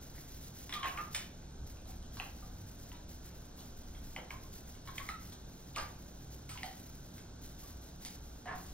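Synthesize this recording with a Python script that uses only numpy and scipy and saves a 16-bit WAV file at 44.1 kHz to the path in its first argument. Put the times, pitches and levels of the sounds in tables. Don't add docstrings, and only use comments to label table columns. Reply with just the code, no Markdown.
import sys
import numpy as np
from scipy import signal
from scipy.fft import rfft, irfft, next_fast_len
from scipy.io import wavfile
from scipy.ndimage import uniform_filter1d, map_coordinates

SR = 44100
rng = np.random.default_rng(int(sys.argv[2]) if len(sys.argv) > 2 else 0)


def wrap_up_sound(samples):
    columns = np.atleast_2d(samples).T
    tamed = np.clip(columns, -1, 1)
    steps = np.round(tamed * 32767).astype(np.int16)
    wavfile.write(sys.argv[1], SR, steps)


N = 384993

# (time_s, pitch_hz, level_db before the echo)
SQUEAL_PATH = [(.725, 1229, -57), (.748, 1219, -51), (.778, 1189, -43), (.80, 1139, -58), (.835, 1066, -46),
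               (.88, 1103, -48), (.91, 1121, -58), (.945, 1111, -47.5), (.97, 1127, -58), (.99, 1199, -42),
               (1.016, 1250, -50), (1.035, 1270, -72)]


def amp(db):
    return 10 ** (np.asarray(db) / 20)


def unit(x):
    return x / np.sqrt(np.mean(x ** 2) + 1e-20)


def along(points, hz):
    f, v = np.transpose(points)
    return np.interp(np.log(hz + 1), np.log(f + 1), v)


def curve(rows):
    return np.interp(np.arange(N) / SR, *np.transpose(rows))


def wobble(rate):
    knots = rng.standard_normal(int(N * rate / SR) + 4)
    return map_coordinates(knots, [np.arange(N) * rate / SR])


def add(out, s, sound):
    out[:, round(s * SR):][:, :sound.shape[-1]] += sound


def filtered(x, response):
    n = x.shape[-1]
    m = next_fast_len(n + 4096)
    return irfft(rfft(x, m) * response(np.fft.rfftfreq(m, 1 / SR)), m)[..., :n]


def resonance(f, hz, width):
    return 1j * f * width / (hz * hz - f * f + 1j * f * width)


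def spread(pair, colour):
    # (frequency_hz, correlation from 0 to 1)
    likeness = [(120, 1), (300, 0.91), (600, 0.41), (1000, 0.13), (1800, 0.61), (2700, 0.12), (4000, 0.94),
                (6500, 1), (7900, 1), (9200, 1), (13000, 0.87)]

    def response(f):
        turn = np.arccos(np.clip(along(likeness, f), -1, 1)) / 2
        return colour(f) * np.array([np.cos(turn), np.sin(turn)])

    mid, side = filtered(pair, response)
    return unit(np.array([mid + side, mid - side]))


def rush(spectrum):
    return spread(rng.standard_normal((2, N)), lambda f: amp(along(spectrum, f)))


def hiss_swells():
    # (start_s, length_s, level_db before the shifts made in wet_hiss)
    swell_rows = [ (0, 0.069, -57.5), (0.133, 0.086, -55.5), (0.258, 0.13, -57), (0.398, 0.087, -57.5),
                  (0.532, 0.094, -54), (0.71, 0.044, -53), (0.848, 0.073, -51.5), (0.98, 0.06, -57.5),
                  (1.103, .11, -54.5), (1.652, 0.068, -60), (1.859, 0.061, -58), (2.109, 0.36, -60.5),
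                  (2.523, 0.096, -63.5), (2.656, 0.049, -60), (2.762, .17, -60.5), (3.074, 0.053, -55.5),
                  (3.215, 0.08, -60), (3.326, .13, -63.5), (3.551, 0.13, -60), (3.747, .06, -62),
                  (3.848, 0.16, -65.5), (4.01, 0.18, -60.5), (4.286, 0.05, -58), (4.404, .06, -59),
                  (4.51, 0.055, -55.5), (4.648, 0.061, -56), (4.844, 0.032, -57), (4.932, 0.17, -56.5),
                  (5.185, 0.15, -58), (5.455, 0.31, -63.5), (5.748, 0.16, -59), (5.97, 0.26, -63.5),
                  (6.3, 0.042, -55.5), (6.472, 0.17, -60), (6.633, 0.24, -58.5), (6.87, 0.26, -64.5),
                  (7.126, 0.042, -57.5), (7.405, 0.12, -58.5), (7.56, 0.16, -59), (7.798, 0.082, -60.5),
                  (7.992, .16, -58), (8.213, 0.17, -64), (8.53, 0.17, -59)]
    rise_s, sag_db, fade_t60_s = 0.026, 2, 0.42
    quiet_db = -73.5
    t = np.arange(N) / SR
    power = np.full(N, amp(quiet_db) ** 2)
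    for start, length, db in swell_rows:
        near = slice(round(start * SR), round((start + length + fade_t60_s) * SR))
        age = t[near] - start
        sag = sag_db * np.minimum(age / length, 1)
        fade = 60 * np.maximum(age - length, 0) / fade_t60_s
        rise = np.clip(age / rise_s, 0, 1)
        power[near] += (rise * amp(db - sag - fade)) ** 2
    return np.sqrt(power)


def wet_hiss(flicks_per_s=1300, smear=0.31, level_db=2, flutter_db=1.8, uneven_db=1):
    # (frequency_hz, relative level_db per Hz)
    hiss_colour = [(500, -34), (1900, -5.5), (2700, -8.5), (4000, -4.5), (5000, -3), (6300, 0),
                   (7500, -6.5), (9000, -16.5), (11000, 1), (13000, -6.5), (15500, -6)]
    flicks = (rng.random((2, N)) < flicks_per_s / SR) * rng.standard_normal((2, N))
    smeared = flicks + smear * rng.standard_normal((2, N))
    hiss = spread(smeared, lambda f: amp(along(hiss_colour, f)))
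    flutter = flutter_db * wobble(130)
    unevenness = uneven_db * wobble(28)
    return hiss_swells() * amp(flutter + unevenness + level_db) * hiss


def fan(hum_db=-55, air_db=-55, rumble_db=0, waver_db=1):
    # (pitch_hz, width_hz before squaring, relative level_db)
    hum_modes = [(59, 8, 3), (99.34, 4.8, 2), (137.8, 5.2, -1), (177.5, 6.8, -2.5), (238.7, 11.2, -9.5),
                 (283.8, 11.7, -15)]
    # (frequency_hz, relative level_db per Hz)
    air_colour = [(60, -4), (130, -0.5), (300, -4.5), (450, -10), (750, -11.5), (1200, -19.5),
                  (1530, -15.5), (1850, -27), (2500, -26.5), (3200, -24.5), (3900, -20), (4700, -24),
                  (6300, -19), (11500, -50.5)]
    deep_colour = [(10, -13), (22, 2.5), (30, -1.5), (42, -9.5), (56, -7), (75, -3.5), (90, -12.5),
                   (130, -30), (300, -59)]
    # (time_s, level_db before wavering)
    rumble_levels = [(0, -54), (1.3, -56), (1.63, -49), (2.15, -52.5), (2.53, -51.5), (2.84, -52),
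                     (3.5, -57), (4.0, -50), (4.3, -55), (8.2, -58), (8.73, -49)]

    def modes(f):
        return sum(amp(db) * np.abs(resonance(f, hz, width)) ** 2 for hz, width, db in hum_modes)

    hum = spread(rng.standard_normal((2, N)), modes)
    rumble_level = amp(curve(rumble_levels) + rumble_db + waver_db * wobble(4))
    rumble = rumble_level * rush(deep_colour)
    return amp(hum_db) * hum + amp(air_db) * rush(air_colour) + rumble


def stall(x, wet_db, build):
    # (frequency_hz, time to fall by 60 dB in s)
    ring_times = [(300, 0.46), (750, .44), (1200, 0.37), (2200, 0.4), (6000, 0.33), (14000, 0.09)]
    # (frequency_hz, relative level_db)
    wall_colour = [(300, 4), (1200, 0.5), (2000, -2), (3200, -2), (5000, -2), (12000, 1)]
    hz, t, z = signal.stft(rng.standard_normal((2, SR // 2)), SR, nperseg=256)
    fade = amp(-60 * t / along(ring_times, hz)[:, None])
    tail = signal.istft(z * fade, SR, nperseg=256)[1]
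    tail = tail * (1 - np.exp(-(np.arange(tail.shape[1]) / SR / build) ** 2))
    echo = spread(tail, lambda f: amp(along(wall_colour, f)))
    answer = amp(wet_db) * echo / np.sqrt(tail.shape[1])
    answer[:, 0] += 1
    return signal.fftconvolve(x[None], answer, axes=1)


def rasp(seconds, hz, octaves, catches_per_s=1100, cycles=4.3, size_db=3.0):
    count = int(np.ceil(max(catches_per_s * seconds, 4)))
    when, pitch, size = rng.random(count), rng.standard_normal(count), rng.exponential(size=count)
    turns = hz * 2 ** (octaves * pitch[:, None]) * np.arange(SR // 100) / SR
    ticks = amp(size_db * size)[:, None] * np.sin(2 * np.pi * turns) * np.exp(-2 * turns / cycles)
    at = (when * seconds * SR).astype(int)[:, None] + np.arange(ticks.shape[1])
    out = np.bincount(at.ravel(), ticks.ravel())
    return out * np.sqrt(seconds * SR / np.sum(out ** 2))


def peel(t, seconds, snaps_per_s, follow=0.7, rise_s=.0006):
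    snaps = follow * (rng.random(len(t)) < snaps_per_s / SR) * rng.standard_normal(len(t))
    crowd = snaps * (1 - np.exp(-t / rise_s))
    return np.where(t == 0, .5, crowd) * np.exp(-t / seconds)


def smack(click_hz, click_width_hz, second_hz, second_db, slap_db, spit_db, seconds,
          second_width_hz=450, skirt=1.44, throat_hz=780, throat_width_hz=260, throat_db=-5,
          slap_hz=1500, slap_width_hz=2800, spit_hz=5400, spit_width_hz=7500):
    t = np.arange(SR // 12) / SR
    snaps = peel(t, seconds, snaps_per_s=7000)

    def ring(hz, width):
        rung = filtered(snaps, lambda f: resonance(f, hz, width) * resonance(f, hz, skirt * hz))
        return unit(rung) / np.sqrt(len(t))

    click = ring(click_hz, click_width_hz) + amp(second_db) * ring(second_hz, second_width_hz)
    slap = ring(slap_hz, slap_width_hz) - amp(throat_db) * ring(throat_hz, throat_width_hz)
    spit = amp(spit_db) * ring(spit_hz, spit_width_hz)
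    return spit - click - amp(slap_db) * slap


def squeak(hz):
    rough = .35
    flutter = unit(uniform_filter1d(rng.standard_normal((2, len(hz))), size=140, axis=1))
    phase = 2 * np.pi * np.cumsum(hz) / SR
    return unit((1 + rough * flutter[0]) * np.sin(phase) + rough * flutter[1] * np.cos(phase))


def squeal():
    s, hz, db = np.transpose(SQUEAL_PATH)
    t = s[0] + np.arange(SR // 2) / SR
    level = (t < s[-1]) * amp(np.interp(t, s, db))
    return level * squeak(np.interp(t, s, hz))


def pop(hz, life_s=.0013, rise_s=0.00072, fall=.2):
    t = np.arange(SR // 50) / SR
    fade = np.exp(-t / life_s)
    swell = (1 - np.exp(-(t / rise_s) ** 2)) * fade
    phase = 2 * np.pi * np.cumsum(hz * (1 + fall * fade)) / SR
    return np.sin(phase) * swell / swell.max()


def suck(start_hz, end_hz, seconds, skew=0.71):
    u = np.minimum(np.arange(SR // 12) / SR / seconds, 1)
    swell = np.sin(np.pi * u ** skew)
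    note = swell * squeak(start_hz + (end_hz - start_hz) * u)
    return unit(note) / np.sqrt(len(u))


def mouth(smack_db=13, suck_db=17.5, count=16, faint_db=-57):
    # (start_s, length_s, level_db, centre_hz, pitch_spread in octaves)
    rasp_rows = [(.15, .04, -64.5, 2000, .1), (0.727, 0.029, -48.5, 2750, .28),
                 (.832, 0.064, -48.5, 2100, 0.28), (.978, .035, -49, 1850, 0.32),
                 (1.152, .02, -48.5, 2420, 0.42), (1.891, .04, -70, 3500, 0.46),
                 (2.201, .03, -55, 1400, .55), (3.269, .07, -72, 1800, .6), (3.571, .1, -67.5, 1010, .6),
                 (4.166, .025, -52, 1500, .7), (4.31, .025, -56, 1400, .7), (4.88, .03, -60, 1580, .5),
                 (4.985, .02, -55, 2200, .45), (5.747, .012, -55, 3100, .2), (5.763, .045, -46, 1900, .65),
                 (8.051, .02, -57, 3400, .35), (8.475, .06, -50, 1450, .35)]
    # (start_s, click_db, click_hz, click_width_hz, second_mode_hz, second_mode_db,
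    #  flesh_slap_db, spit_db, fade_s)
    smack_rows = [ (0.694, -43, 2000, 450, 3000, 1, -0.5, -1, 0.0014),
                  (0.725, -39.5, 1950, 400, 3350, 5, -4, -6, 0.002),
                  (0.738, -36, 3520, 350, 2960, 3, -11, -13, 0.0026),
                  (0.8292, -36.5, 1950, 700, 2880, -1, 1, -16, .003),
                  (0.844, -42.5, 1750, 400, 2730, 1, 8, -15, 0.0041),
                  (0.878, -38.5, 1950, 450, 2660, -7, -7, -25, 0.0033),
                  (0.897, -49, 1950, 400, 2700, -11, -8, -16, .002),
                  (0.974, -38.5, 2120, 600, 1510, -4.5, -10, -35, 0.0025),
                  (1.143, -51, 2000, 400, 2930, -3, -6, 0, .003),
                  (1.147, -35, 1930, 250, 2925, 2, -13, 5.5, 0.0021),
                  (1.149, -35, 2280, 300, 3760, -11, -7, 2, 0.0021),
                  (2.17, -53.5, 2400, 400, 3300, -9, 10.5, 7, 0.0025),
                  (2.199, -37.5, 2460, 320, 1790, -5, -1.5, -25, 0.0011),
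                  (2.917, -50.5, 2800, 220, 1900, -7, 0, -12, 0.0017),
                  (2.948, -55, 2550, 300, 3600, 4, -2, -6, .002),
                  (3.253, -58, 1550, 400, 4400, -2, -7, -1, 0.0013),
                  (3.588, -53, 3320, 500, 3940, 2, -9, -9, .008),
                  (3.948, -49.5, 3280, 180, 2120, -3, -12, -16, 0.0036),
                  (4.163, -41, 2110, 550, 2950, -2, -1, -24, 0.0009),
                  (4.306, -43, 2160, 500, 3000, -9, -1, -11, .0009),
                  (4.874, -50, 3000, 600, 1800, 0, 6.5, -13, 0.0036),
                  (4.9804, -36, 2170, 500, 3070, -6, -9, -6, .0013),
                  (5.0863, -51, 2000, 500, 2800, -6, -2, -6, .002),
                  (5.089, -35.5, 2060, 300, 2820, -16, -12, -6, 0.0014),
                  (5.321, -47, 3340, 700, 5500, -2, -3, 1, .008),
                  (5.7605, -37, 2450, 700, 3220, -8, -8, 0, 0.0033),
                  (5.780, -35, 4240, 550, 2900, -8, 1.5, -9, 0.0073),
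                  (6.491, -47, 2020, 400, 1480, 1, -5, 10, 0.026),
                  (6.575, -41, 2600, 250, 2020, -1, -7, -16, 0.0018),
                  (6.633, -36.5, 2010, 220, 3000, -0.5, -16, -7, 0.00059),
                  (7.179, -56, 2080, 320, 3050, -8, 4, 8, 0.0072),
                  (8.05, -50, 2580, 1200, 3530, -11, 2, 15, 0.00059),
                  (8.456, -44, 1660, 400, 1150, -1, -14, -20, 0.01),
                  (8.473, -38, 1720, 280, 1160, -4, -14, -30, .015),
                  (8.523, -49.5, 1800, 700, 2600, -8, -1, -12, 0.01),
                  (8.658, -53, 2870, 600, 4250, -3, -5, 3, 0.013)]
    # (start_s, peak_db before the echo, pitch_hz)
    pop_rows = [(.7255, -33, 3250), (.7395, -32.5, 3400), (.8315, -33.5, 2950), (.9762, -33.5, 2250),
                (1.1475, -32, 2065), (2.1992, -32.5, 2510), (2.917, -46, 2750), (4.163, -30.5, 2030),
                (4.3067, -35.5, 2130), (4.981, -32, 3000), (4.9822, -32, 2150), (5.0893, -32, 2000),
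                (5.761, -32.5, 2420), (6.6312, -31, 1950)]
    # (start_s, level_db, start_hz, end_hz, length_s)
    suck_rows = [ (0.842, -41, 760, 660, 0.027), (1.15, -49, 766, 716, 0.012),
                 (1.884, -48.5, 778, 740, .03), (2.199, -45, 785, 740, 0.012),
                 (2.425, -50.5, 1190, 1230, .012), (2.429, -51, 755, 720, .02), (2.92, -53, 1020, 940, .03),
                 (4.161, -45, 780, 740, .01), (4.309, -43, 1147, 974, 0.023), (4.44, -52, 1080, 1030, .02),
                 (4.878, -41, 1047, 1133, 0.032), (4.994, -38.5, 1066, 1170, 0.035),
                 (5.088, -32.5, 1228, 1370, 0.03), (5.763, -31.5, 1289, 1128, 0.035),
                 (5.777, -43, 760, 706, 0.019), (6.554, -46.5, 1025, 955, 0.013),
                 (6.63, -37, 807, 710, 0.024), (7.63, -52.5, 1130, 1170, .03),
                 (8.457, -36, 715, 747, 0.024), (8.47, -37.5, 1742, 1690, 0.04),
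                 (8.478, -42, 1140, 1100, .02), (8.482, -41.5, 742, 702, .035),
                 (8.529, -40, 744, 730, 0.039)]
    out = np.zeros((2, N + SR))
    for s, seconds, db, *colour in rasp_rows:
        add(out, s, stall(amp(db) * rasp(seconds, *colour), wet_db=-1.5, build=0.0033))
    for s, db, *shape in smack_rows:
        add(out, s, stall(amp(smack_db + db) * smack(*shape), wet_db=2.5, build=0.003))
    for s, db, hz in pop_rows:
        add(out, s, stall(amp(db) * pop(hz), wet_db=-10, build=0.004))
    notes = [(s, amp(suck_db + db) * suck(*glide)) for s, db, *glide in suck_rows]
    notes.append((SQUEAL_PATH[0][0], squeal()))
    for s, note in notes:
        add(out, s, stall(note, wet_db=-1.0, build=0.0044))
    for when, size, jaw in rng.random((count, 3)):
        level = amp(smack_db + faint_db + 9.1 * (size - .5))
        tick = level * smack(1900 + 1600 * jaw, 300, 700 + 700 * jaw, -8, -7, 0, .0022)
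        add(out, when * N / SR, stall(tick, wet_db=2.5, build=0.0041))
    return out[:, :N]


def bumps(floor_hz=66, width_hz=45, swell_s=0.028):
    # (start_s, level_db at the top of the swell)
    bump_rows = [(1.585, -45), (2.31, -54), (2.505, -50), (2.61, -53), (7.72, -52)]
    out = np.zeros((2, N + SR))
    t = np.arange(SR // 3) / SR
    swell = t / swell_s * np.exp(1 - t / swell_s)
    for s, db in bump_rows:
        noise = rng.standard_normal(len(t))
        boom = unit(filtered(noise, lambda f: resonance(f, floor_hz, width_hz) ** 2))
        add(out, s, amp(db) * boom * swell)
    return out[:, :N]


def scene():
    return wet_hiss() + fan() + mouth() + bumps()


def record(dry, port_hz=8200, port_width_hz=350, port_gain=4.1):
    # (frequency_hz, lead in radians)
    left_lead = [(400, 0), (800, 0.24), (1400, -0.5), (2400, 0.73), (3500, 1.5), (6000, 2), (7800, 3),
                 (10000, 3.5), (13000, 4.5), (15800, 8)]
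    # (frequency_hz, difference_db)
    left_lean = [(70, 0), (150, -1.5), (1200, -1.1), (2500, -0.28)]
    top_hz = 15800
    sides = np.array([[.5], [-.5]])

    def response(f):
        ports = np.exp(1j * sides * along(left_lead, f)) * amp(sides * along(left_lean, f))
        ringing = 1 + port_gain * resonance(f, port_hz, port_width_hz)
        return ports * ringing * (f < top_hz)

    return filtered(dry, response)


dry = scene()
out = record(dry)
wrap_up_sound(out)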